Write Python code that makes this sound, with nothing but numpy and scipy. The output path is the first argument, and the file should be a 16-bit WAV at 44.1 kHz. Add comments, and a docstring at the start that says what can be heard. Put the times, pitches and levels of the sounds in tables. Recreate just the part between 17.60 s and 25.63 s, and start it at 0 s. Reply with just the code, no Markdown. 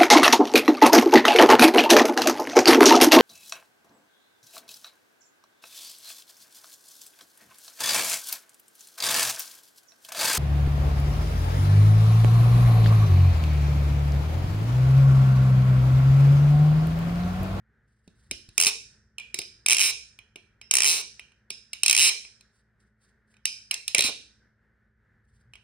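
"""Butterfly knife in a small room

A swung handle clacks on its stop pin, bounces in rattles, and chatters to rest in a buzz of rising pitch;
each blow sums a pressure pulse, decaying modes of the gripped metal and a crack of filtered noise.
Clusters of close sines ring on when a part swings free, and sinking sines thump in the palm.
Shaped noise makes sliding fingers, a low rumble and a fan, whose hum is three wavering sines.
Decaying noise bands answer as the room, and two ports receive knife, hand and room with unequal phase."""
import sys
import numpy as np
from scipy import signal
from scipy.fft import rfft, irfft
from scipy.io import wavfile
from scipy.ndimage import uniform_filter1d

SR = 44100
rng = np.random.default_rng(int(sys.argv[2]) if len(sys.argv) > 2 else 0)


def inscribe(sig):
    """Save sig as 16-bit PCM at rate SR to the path in sys.argv[1].

    A 1-D sig is mono; a 2-D sig holds one channel per row.
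    Samples are clipped to [-1, 1] before scaling.
    """
    pcm = np.round(np.clip(np.atleast_2d(sig).T, -1, 1) * 32767)
    wavfile.write(sys.argv[1], SR, pcm.astype(np.int16))


N = 354190
TIME = np.arange(N) / SR  # seconds
BLOW_SAMPLES = 2048  # length of one blow
TOP_HZ = 16300  # upper edge of the output band
AIR_DB = -68  # moving air, before its trim and wander
MIDDLING_DB = -34.5  # handle-ring level of a middling blow

# Spectrum of fan and room air. Each row: frequency in Hz, relative density in dB per Hz.
AIR_SPECTRUM = [(25, -23.5), (55, -5.5), (85, -9.5), (113, -6.5), (180, -11.5), (215, -4), (270, -19.5),
                (410, -14), (700, -24.5), (1150, -25), (1500, -12), (1850, -13.5), (2600, -35.5),
                (13000, -54.5)]
# Hum of the fan. Each row: frequency in Hz, level in dB before trim and waver.
HUM_TONES = [(59.2, -72.5), (113.0, -73.5), (215.3, -76)]
# Low rumble of stirred air, with the deep part of the palm thump near 0.74 s.
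# Each row: time in seconds, level in dB before trim and wander.
RUMBLE_LEVELS = [(0.0, -64.5), (0.15, -71.5), (0.62, -63), (0.74, -50.5), (0.78, -64), (2.48, -66.5),
                 (2.52, -64), (4.99, -80), (6.49, -70), (6.73, -80), (7.9, -64.5), (8.03, -67)]
# Spectrum of that rumble. Each row: frequency in Hz, relative level in dB.
RUMBLE_SPECTRUM = [(25, -29.5), (55, 0), (80, -6), (120, -5.5), (200, -21), (500, -51)]
# Fingers sliding on the handles. Each row: middle in seconds, length in seconds, level in dB before the grain.
FINGER_STROKES = [(0.357, 0.33, -87), (0.626, 0.53, -76), (0.987, 0.16, -61.5), (4.967, 0.13, -72),
                  (5.24, .16, -82), (5.452, 0.17, -74.5), (5.715, 0.107, -75.5), (7.747, 0.27, -81),
                  (7.999, 0.25, -80.5)]
# Spectrum of sliding skin. Each row: frequency in Hz, relative level in dB.
SKIN_SPECTRUM = [(300, -21), (1500, 2.0), (2400, -3.5), (5000, 3.0), (7000, -1), (9500, 3),
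                 (12000, -16.0), (15000, -16.0)]
# Single strikes of a handle. Each row: start in seconds, handle-ring level in dB before trim,
# brightness in dB (lifts overtone, blade and pin tick).
SINGLE_CLACKS = [(0.4768, -63, 6), (0.7115, -29, 0.5), (0.8893, -57.5, 7), (1.067, -20.5, 0),
                 (1.583, -31, -10), (1.5983, -39, -8), (1.7433, -30, 2), (1.7885, -30.5, 3),
                 (1.817, -37.5, -3), (2.5888, -42.5, -10), (2.7582, -38.5, -9.5), (3.014, -42, -8.5),
                 (3.595, -37, -10), (3.7193, -59, -7.5), (3.904, -33, 1.5), (4.132, -31, -1.5),
                 (4.65, -43, -13), (4.8092, -58, 5.5), (5.7413, -61.5, -4.5), (5.7672, -60.5, -5),
                 (5.8545, -21, -1.5), (6.111, -20.5, -5), (6.1415, -32, 4.5), (6.279, -30, 5),
                 (6.3473, -13.5, -6.5), (6.3817, -22, 2), (7.9356, -44, -10.5), (7.9547, -45, -12)]
# Modes of the gripped knife. 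Each row: frequency in Hz before detuning, relative level in dB,
# time to decay by 60 dB in seconds.
KNIFE_MODES = [(2310, -10, 0.031), (2376, -5.5, 0.013), (2472, -4.5, 0.027), (2685, -0.5, 0.014),
               (2960, -4, 0.013), (3630, -7, 0.003), (3840, 4, 0.012), (4113, -0.5, 0.021),
               (4030, -7, 0.024), (5470, -5, 0.017), (5228, 3, 0.02), (5640, 0.5, 0.0049),
               (5670, 6.5, 0.0085), (6320, 7, 0.0061), (7150, 0, 0.011), (7800, -9.5, 0.0055),
               (8330, -9, 0.012), (9030, 0, 0.0082), (9180, -1.5, 0.014), (9657, 2.5, 0.0057),
               (10730, -3, 0.0043), (13900, -4.5, 0.0049), (14600, -9.5, 0.0089)]
# Bands of handle ring, overtone, blade and pin tick. Each row: lowest Hz, highest Hz.
PART_BANDS = [(1800, 3300), (3300, 4600), (4600, 7500), (7500, 16500)]
# Crack of metal on metal. Each row: frequency in Hz, relative level in dB.
CRACK_SPECTRUM = [(1800, -6.5), (2300, 6.5), (6000, 9.5), (10300, 9.5), (12000, -6), (15500, -9.5),
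                  (16500, -24)]
# Balance of knock, overtone, blade and pin tick in a middling blow. Each row: dB relative to the handle ring,
# further dB per dB of force.
FORCE_COLOUR = [(-21.5, -0.4051), (-3.5, -0.03), (0, 0.13), (-2, 0.2)]
# The knife landing in the hand. Each row: time in seconds, peak level in dB before trim, base pitch in Hz.
PALM_CATCHES = [(.477, -38, 206), (.71, -31, 319), (.887, -39.5, 104), (.98, -35, 380), (1.064, -33.5, 210),
                (1.743, -36.5, 406), (1.788, -32.5, 413), (2.757, -40, 389), (3.902, -40, 415),
                (4.65, -56.5, 105.3), (6.347, -27.5, 560), (6.383, -26, 396), (6.392, -25, 520),
                (6.445, -31, 250), (6.486, -30.5, 565)]
# Slap of skin on the handle. Each row: multiple of the catch's base pitch, relative level in dB.
SLAP_SPECTRUM = [(.06, -18.5), (.25, -0.5), (1, 2), (2, -7), (4, -28.5), (12, -56.5)]
# Parts swinging free. 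Each row: start in seconds, middle of the cluster in Hz, initial level in dB.
RINGING_PARTS = [(0.714, 5126, -48), (0.98, 5167, -36), (1.584, 2437, -37.5), (1.744, 5166, -46),
                 (1.788, 5036, -39.5), (3.014, 5270, -53.5), (3.596, 2433, -54.5), (3.901, 5160, -42.5),
                 (4.49, 2502, -41), (5.855, 5110, -32.5)]
# Handle bouncing on its pin. Each row: start in seconds, end in seconds, first gap in seconds,
# settled gap in seconds, share of the extra gap kept per bounce, handle-ring level in dB before trim,
# level change by the end in dB, then lifts of knock, overtone and brightness in dB.
PIN_RATTLES = [(.979, 1.064, .021, .0117, .05, -20, -7, 9, -5.5, 3),
               (2.0617, 2.136, .0229, .0074, .365, -19.5, 1.5, 8, -5, -1.5),
               (2.1454, 2.219, 0.022, .0037, .636, -23, 3, 4.5, -5, -1.5),
               (3.111, 3.176, 0.027, .0151, 0.009, -22.5, -0.5, 10, -2, 5.5),
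               (3.184, 3.261, 0.02, .003, .77, -21.5, -1, 9.5, -4.5, 1.5),
               (4.2333, 4.316, .0277, .0114, .51, -19, 0.5, 6, -1, 0.5),
               (4.328, 4.404, .021, .0054, .647, -20, 0.5, 5, -3, -1),
               (6.3915, 6.443, .0148, .017, .4, -20.5, -8.5, 5, 7.5, -1)]
# Handle chattering to rest. Each row: start in seconds, end in seconds, first gap in seconds,
# handle-ring level in dB, level change by the end in dB, then lifts of knock, overtone and brightness in dB.
RESTING_CHATTERS = [(1.066, 1.1, .0027, -29, -14, 10, 2, 3.5), (2.2234, 2.31, .0057, -26, -12, 3, -1, 2.5),
                    (3.2674, 3.415, .0073, -26.5, -21, 7.5, 3, 5.5),
                    (4.4089, 4.495, .006, -23, -7.5, 2, 1.5, 2), (6.443, 6.501, .004, -30.5, -16, 5, 6, 1)]
# Response of the room. Each row: frequency in Hz, gain in dB, time to decay by 60 dB in seconds.
ROOM_RESPONSE = [(150, -7.5, 0.99), (494, 0, 0.37), (1110, -2, 0.16), (2640, -7.5, 0.4), (4100, -6, 0.41),
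                 (5200, -7, 0.47), (8900, -12.5, 0.42), (14060, -15.5, 0.26)]
# The two microphone ports. Each row: frequency in Hz, phase lead of the left in radians, left minus right in dB.
PORT_RESPONSE = [(300, -0.1, -1), (1200, 0.7, -2), (3100, -1.3, -4), (4800, -0.0, -2), (5300, 2.1, -5),
                 (6300, 2.9, -3), (7500, 4.8, 0), (8700, 6.2, 0), (9700, 6.8, 0), (12300, 9.4, 0),
                 (15000, 11.8, 0), (16500, 12.3, -4)]


def amp(db):
    """Amplitude ratio of a level in decibels."""
    return 10 ** (np.asarray(db) / 20)


def unit(x):
    """Normalization to an rms of 1."""
    return x / np.sqrt(np.mean(x ** 2))


def add(track, s, sound):
    """Superposition: a sound is summed into the track from time s."""
    i = int(round(s * SR))
    track[..., i:i + sound.shape[-1]] += sound[..., :N - i]


def along(hz, table, axis=1):
    """Interpolation of a table's column on a logarithmic frequency axis."""
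    table = np.array(table, float)
    return np.interp(np.log(hz + 1), np.log(table[:, 0]), table[:, axis])


def noise(size, spectrum, lo=0, hi=SR):
    """Spectral shaping of white noise between two edges in Hz, to an rms of 1."""
    hz = np.fft.rfftfreq(size, 1 / SR)
    gain = amp(along(hz, spectrum)) * (hz >= lo) * (hz < hi)
    return unit(irfft(rfft(rng.standard_normal(size)) * gain, size))


def walk(rate):
    """Random wander: about `rate` normal draws a second, smoothed by a moving average."""
    k = int(SR / rate)
    held = np.repeat(rng.standard_normal(N // k + 1), k)
    return uniform_filter1d(held, k)[:N]


def fan(air_db=-3, hum_db=-3, side_db=-11, waver_db=1.1):
    """Turbulence and motor tones: soft air noise, nearly alike left and right, with a wavering hum."""
    middle = noise(N, AIR_SPECTRUM, lo=13)
    side = noise(N, AIR_SPECTRUM, lo=38) * np.array([[1], [-1]])
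    air = middle + amp(side_db) * side
    hum = 0
    for hz, db in HUM_TONES:
        level = amp(db + hum_db + waver_db * walk(9.2))
        hum = hum + level * np.sin(2 * np.pi * hz * TIME + 0.37 * walk(7.9))
    return air * amp(AIR_DB + air_db + 2.1 * walk(10.0)) + np.sqrt(2) * hum


def low_rumble(rumble_db=-2):
    """Low-frequency noise: an uneven rumble of stirred air, with the deep part of the palm thump near 0.74 s."""
    s, db = np.transpose(RUMBLE_LEVELS)
    rumble = noise(N, RUMBLE_SPECTRUM, lo=20, hi=500)
    return rumble * amp(np.interp(TIME, s, db) + rumble_db + 2.1 * walk(5.9))


def fingers(grain_db=5):
    """Sliding friction: skin on metal excites shaped noise in short, faint, uneven strokes."""
    strokes = np.zeros(N)
    for s, length, db in FINGER_STROKES:
        add(strokes, s - length / 2, amp(db) * np.hanning(int(length * SR)))
    return noise(N, SKIN_SPECTRUM) * strokes * amp(grain_db * walk(80))


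def colour(db, knock_db, overtone_db, bright_db):
    """Force-dependent spectrum: a harder blow has relatively more pin tick and less knock."""
    base_db, slope = np.transpose(FORCE_COLOUR)
    return base_db + slope * (db - MIDDLING_DB) + np.array([knock_db, overtone_db, bright_db, bright_db])


def grip(detune=0.0088, scatter_db=1.0, spread=0.27, spread_top_hz=6500):
    """Modal vibration: one hold detunes the decaying modes; the low ones radiate unevenly to the ports."""
    hz, db, t60 = np.transpose(KNIFE_MODES)
    pitch, size, phase = rng.standard_normal((3, len(hz)))
    shade, turn = rng.standard_normal((2, 2, len(hz)))
    uneven = spread * (hz < spread_top_hz) * (shade / 2 + 1j * turn)
    weights = amp(db + scatter_db * size) * np.exp(2j * np.pi * phase + uneven)
    poles = 2j * np.pi * hz * (1 + detune * pitch) - np.log(1000) / t60
    return weights[:, :, None] * np.exp(np.outer(poles, np.arange(BLOW_SAMPLES) / SR))


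def knock(low_hz=480, high_hz=1450, body_hz=455, body_s=0.0025, body=0.03):
    """Impulsive radiation: the stopped handle pushes air and nods the hand; like pulses in quick turn make a pitch."""
    t = np.arange(BLOW_SAMPLES) / SR
    sos = signal.butter(3, [low_hz, high_hz], "band", fs=SR, output="sos")
    nod = body * np.cos(2 * np.pi * body_hz * t) * np.exp(-t / body_s)
    nod = nod * (1 - np.exp(-t * high_hz))
    return signal.sosfilt(sos, signal.unit_impulse(BLOW_SAMPLES)) + nod


def attack_level(x, db):
    """Normalization by attack: db is the rms level over the first 5 ms."""
    return amp(db) * x / np.sqrt(np.mean(x[..., :SR // 200] ** 2))


def blow(rings, db, colour_db, play, crack_db, crack_s=0.0027, play_s=.0016):
    """Impact excitation: knock, modes and crack, the metal struck again as the pivot takes up its play."""
    t = np.arange(BLOW_SAMPLES) / SR
    hz = np.array(KNIFE_MODES)[:, 0]
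    lag = int(SR * play_s * rng.uniform(0.27, 1.2))
    rise = 1 - np.exp(-t / .0004)
    knock_db, *metal_db = colour_db
    out = attack_level(knock(), db + knock_db)
    # the handle ring is the reference, 0 dB
    for (lo, hi), part_db in zip(PART_BANDS, [0, *metal_db]):
        ring = rings[:, (hz >= lo) & (hz < hi)].sum(axis=1).imag
        crack = noise(BLOW_SAMPLES, CRACK_SPECTRUM, lo, hi) * np.exp(-t / crack_s)
        part = (unit(ring) + amp(crack_db) * unit(crack)) * rise
        second = np.pad(part, ((0, 0), (lag, 0)))[:, :BLOW_SAMPLES]
        out = out + attack_level(part + play * second, db + part_db)
    return out


def clacks(crack_db, play, trim_db=-1.19):
    """Single impact: the handle strikes once, each time in a fresh hold of the knife."""
    out = np.zeros((2, N))
    for s, db, bright_db in SINGLE_CLACKS:
        add(out, s, blow(grip(), db + trim_db, colour(db, 0, bright_db, bright_db), play, crack_db))
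    return out


def palm(thump_db=-3, start=1.15, end=0.7, sink_s=0.01, decay_s=0.0068, slap_db=-6, slap_s=0.01):
    """Yielding contact: flesh gives way in a thump of sinking pitch and a slap scaled to the base pitch."""
    out, t = np.zeros(N), TIME[:2 * BLOW_SAMPLES]
    for s, db, hz in PALM_CATCHES:
        pitch = hz * (end + (start - end) * np.exp(-t / sink_s))
        tone = np.sin(2 * np.pi * np.cumsum(pitch) / SR) * np.exp(-t / decay_s)
        slap = noise(len(t), np.array(SLAP_SPECTRUM) * [hz, 1]) * np.exp(-t / slap_s)
        thump = (tone + amp(slap_db) * slap) * (1 - np.exp(-t / 0.00063))
        add(out, s, amp(db + thump_db) * thump / np.abs(thump).max())
    return out


def free_rings(ring_db=0, t60=0.4, blade_hz=5100, width=0.035, count=13):
    """Beating of close modes: a free ring shimmers, and the hand damps lower clusters sooner."""
    out, t = np.zeros(N), TIME[:SR // 2]
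    for s, hz, db in RINGING_PARTS:
        offsets = np.linspace(-1, 1, count) + rng.standard_normal(count) / count
        partials = hz * (1 + width * offsets)
        phases = 2 * np.pi * (np.outer(partials, t) + rng.random((count, 1)))
        cluster = np.sin(phases).sum(axis=0)
        decay = np.exp(-np.log(1000) * t / (t60 * np.sqrt(hz / blade_hz)))
        add(out, s, amp(db + ring_db) * unit(cluster) * decay)
    return out


def bounce_times(start, end, first_gap, settled_gap, kept):
    """Geometric relaxation: the swing presses the handle home and the gaps settle."""
    s, gap = start, first_gap
    while s < end:
        yield s
        s += gap
        gap = settled_gap + (gap - settled_gap) * kept


def rattles(crack_db, play, fade_shape, trim_db=-1.19, uneven_db=1):
    """Repeated impact: the knife still turns, so each bounce lands on a new spot with its own colour."""
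    out = np.zeros((2, N))
    for start, end, first_gap, settled_gap, kept, db, fade_db, *lift_db in PIN_RATTLES:
        for s in bounce_times(start, end, first_gap, settled_gap, kept):
            size_db = db + fade_db * ((s - start) / (end - start)) ** fade_shape
            colour_db = colour(size_db, *lift_db) + uneven_db * rng.standard_normal(len(FORCE_COLOUR))
            add(out, s, blow(grip(), size_db + trim_db, colour_db, play, crack_db))
    return out


def chatters(crack_db, fade_shape, smooth_db=-4, last_gap_s=0.0016):
    """Periodic impact: like bounces on one spot, at shrinking gaps, fuse into a buzz of rising pitch."""
    out = np.zeros((2, N))
    for start, end, first_gap, db, fade_db, *lift_db in RESTING_CHATTERS:
        rings, s = grip(), start
        while s < end:
            done = (s - start) / (end - start)
            size_db = db + fade_db * done ** fade_shape + 0.85 * rng.standard_normal()
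            add(out, s, blow(rings, size_db, colour(size_db, *lift_db), 0, crack_db + smooth_db))
            s += first_gap + (last_gap_s - first_gap) * done
    return out


def knife(crack_db=-4, play=0.6, fade_shape=1.5):
    """Superposition of the knife's impacts: single clacks, rattles and chatters."""
    return clacks(crack_db, play) + rattles(crack_db, play, fade_shape) + chatters(crack_db, fade_shape)


def room(dry, likeness=0.25, onset_s=0.0045):
    """Diffuse reverberation: noise bands, each with its own decay, partly alike at both ports."""
    t = TIME[:int(.8 * SR)]
    hz = np.fft.rfftfreq(len(t), 1 / SR)
    common, *own = rng.standard_normal((3, len(t)))
    spectra = rfft(np.sqrt(likeness) * common + np.sqrt(1 - likeness) * np.array(own))
    edges = np.geomspace(60, 18000, 17)
    tail = 0
    for lo, hi in zip(edges, edges[1:]):
        centre = np.sqrt(lo * hi)
        decay = np.exp(-np.log(1000) * t / along(centre, ROOM_RESPONSE, axis=2))
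        fade = decay * (1 - np.exp(-(t / onset_s) ** 2))
        band = irfft(spectra * (hz >= lo) * (hz < hi), len(t))
        tail = tail + amp(along(centre, ROOM_RESPONSE)) * band * fade / np.linalg.norm(fade)
    return signal.fftconvolve(dry[None], tail, axes=1)[:, :N]


def ports(sound):
    """Phase and level differences: the sound reaches the two ports with different delay and shading."""
    hz = np.fft.rfftfreq(N, 1 / SR)
    port_hz, lead, tilt_db = np.transpose(PORT_RESPONSE)
    lead = np.interp(hz, port_hz, lead)
    tilt = amp(np.interp(hz, port_hz, tilt_db))
    # the last factor keeps the summed power of the two ports constant
    gains = np.array([tilt, np.exp(-1j * lead)]) * np.sqrt(2 / (1 + tilt ** 2))
    return irfft(rfft(sound) * gains, N)


def scene(palm_room_db=-6):
    """Direct and reverberant fields: knife and hand, the room's answer, the low rumble and the fan."""
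    metal, thumps = free_rings() + fingers(), palm()
    # the walls hear the knife from all sides: fresh draws, more crack, less play, both ports averaged
    all_round = knife(crack_db=-2.5, play=.2).mean(axis=0)
    direct = knife() + metal + thumps
    reverberant = room(all_round + metal + amp(palm_room_db) * thumps)
    return ports(direct + reverberant) + low_rumble() + fan()


def record(dry):
    """Clipping and band limiting: peaks stop at full scale, then a low-pass cuts the top."""
    low_pass = signal.ellip(8, .2, 70, TOP_HZ, fs=SR, output="sos")
    return signal.sosfilt(low_pass, np.clip(dry, -1, 1))


dry = scene()
out = record(dry)
inscribe(out)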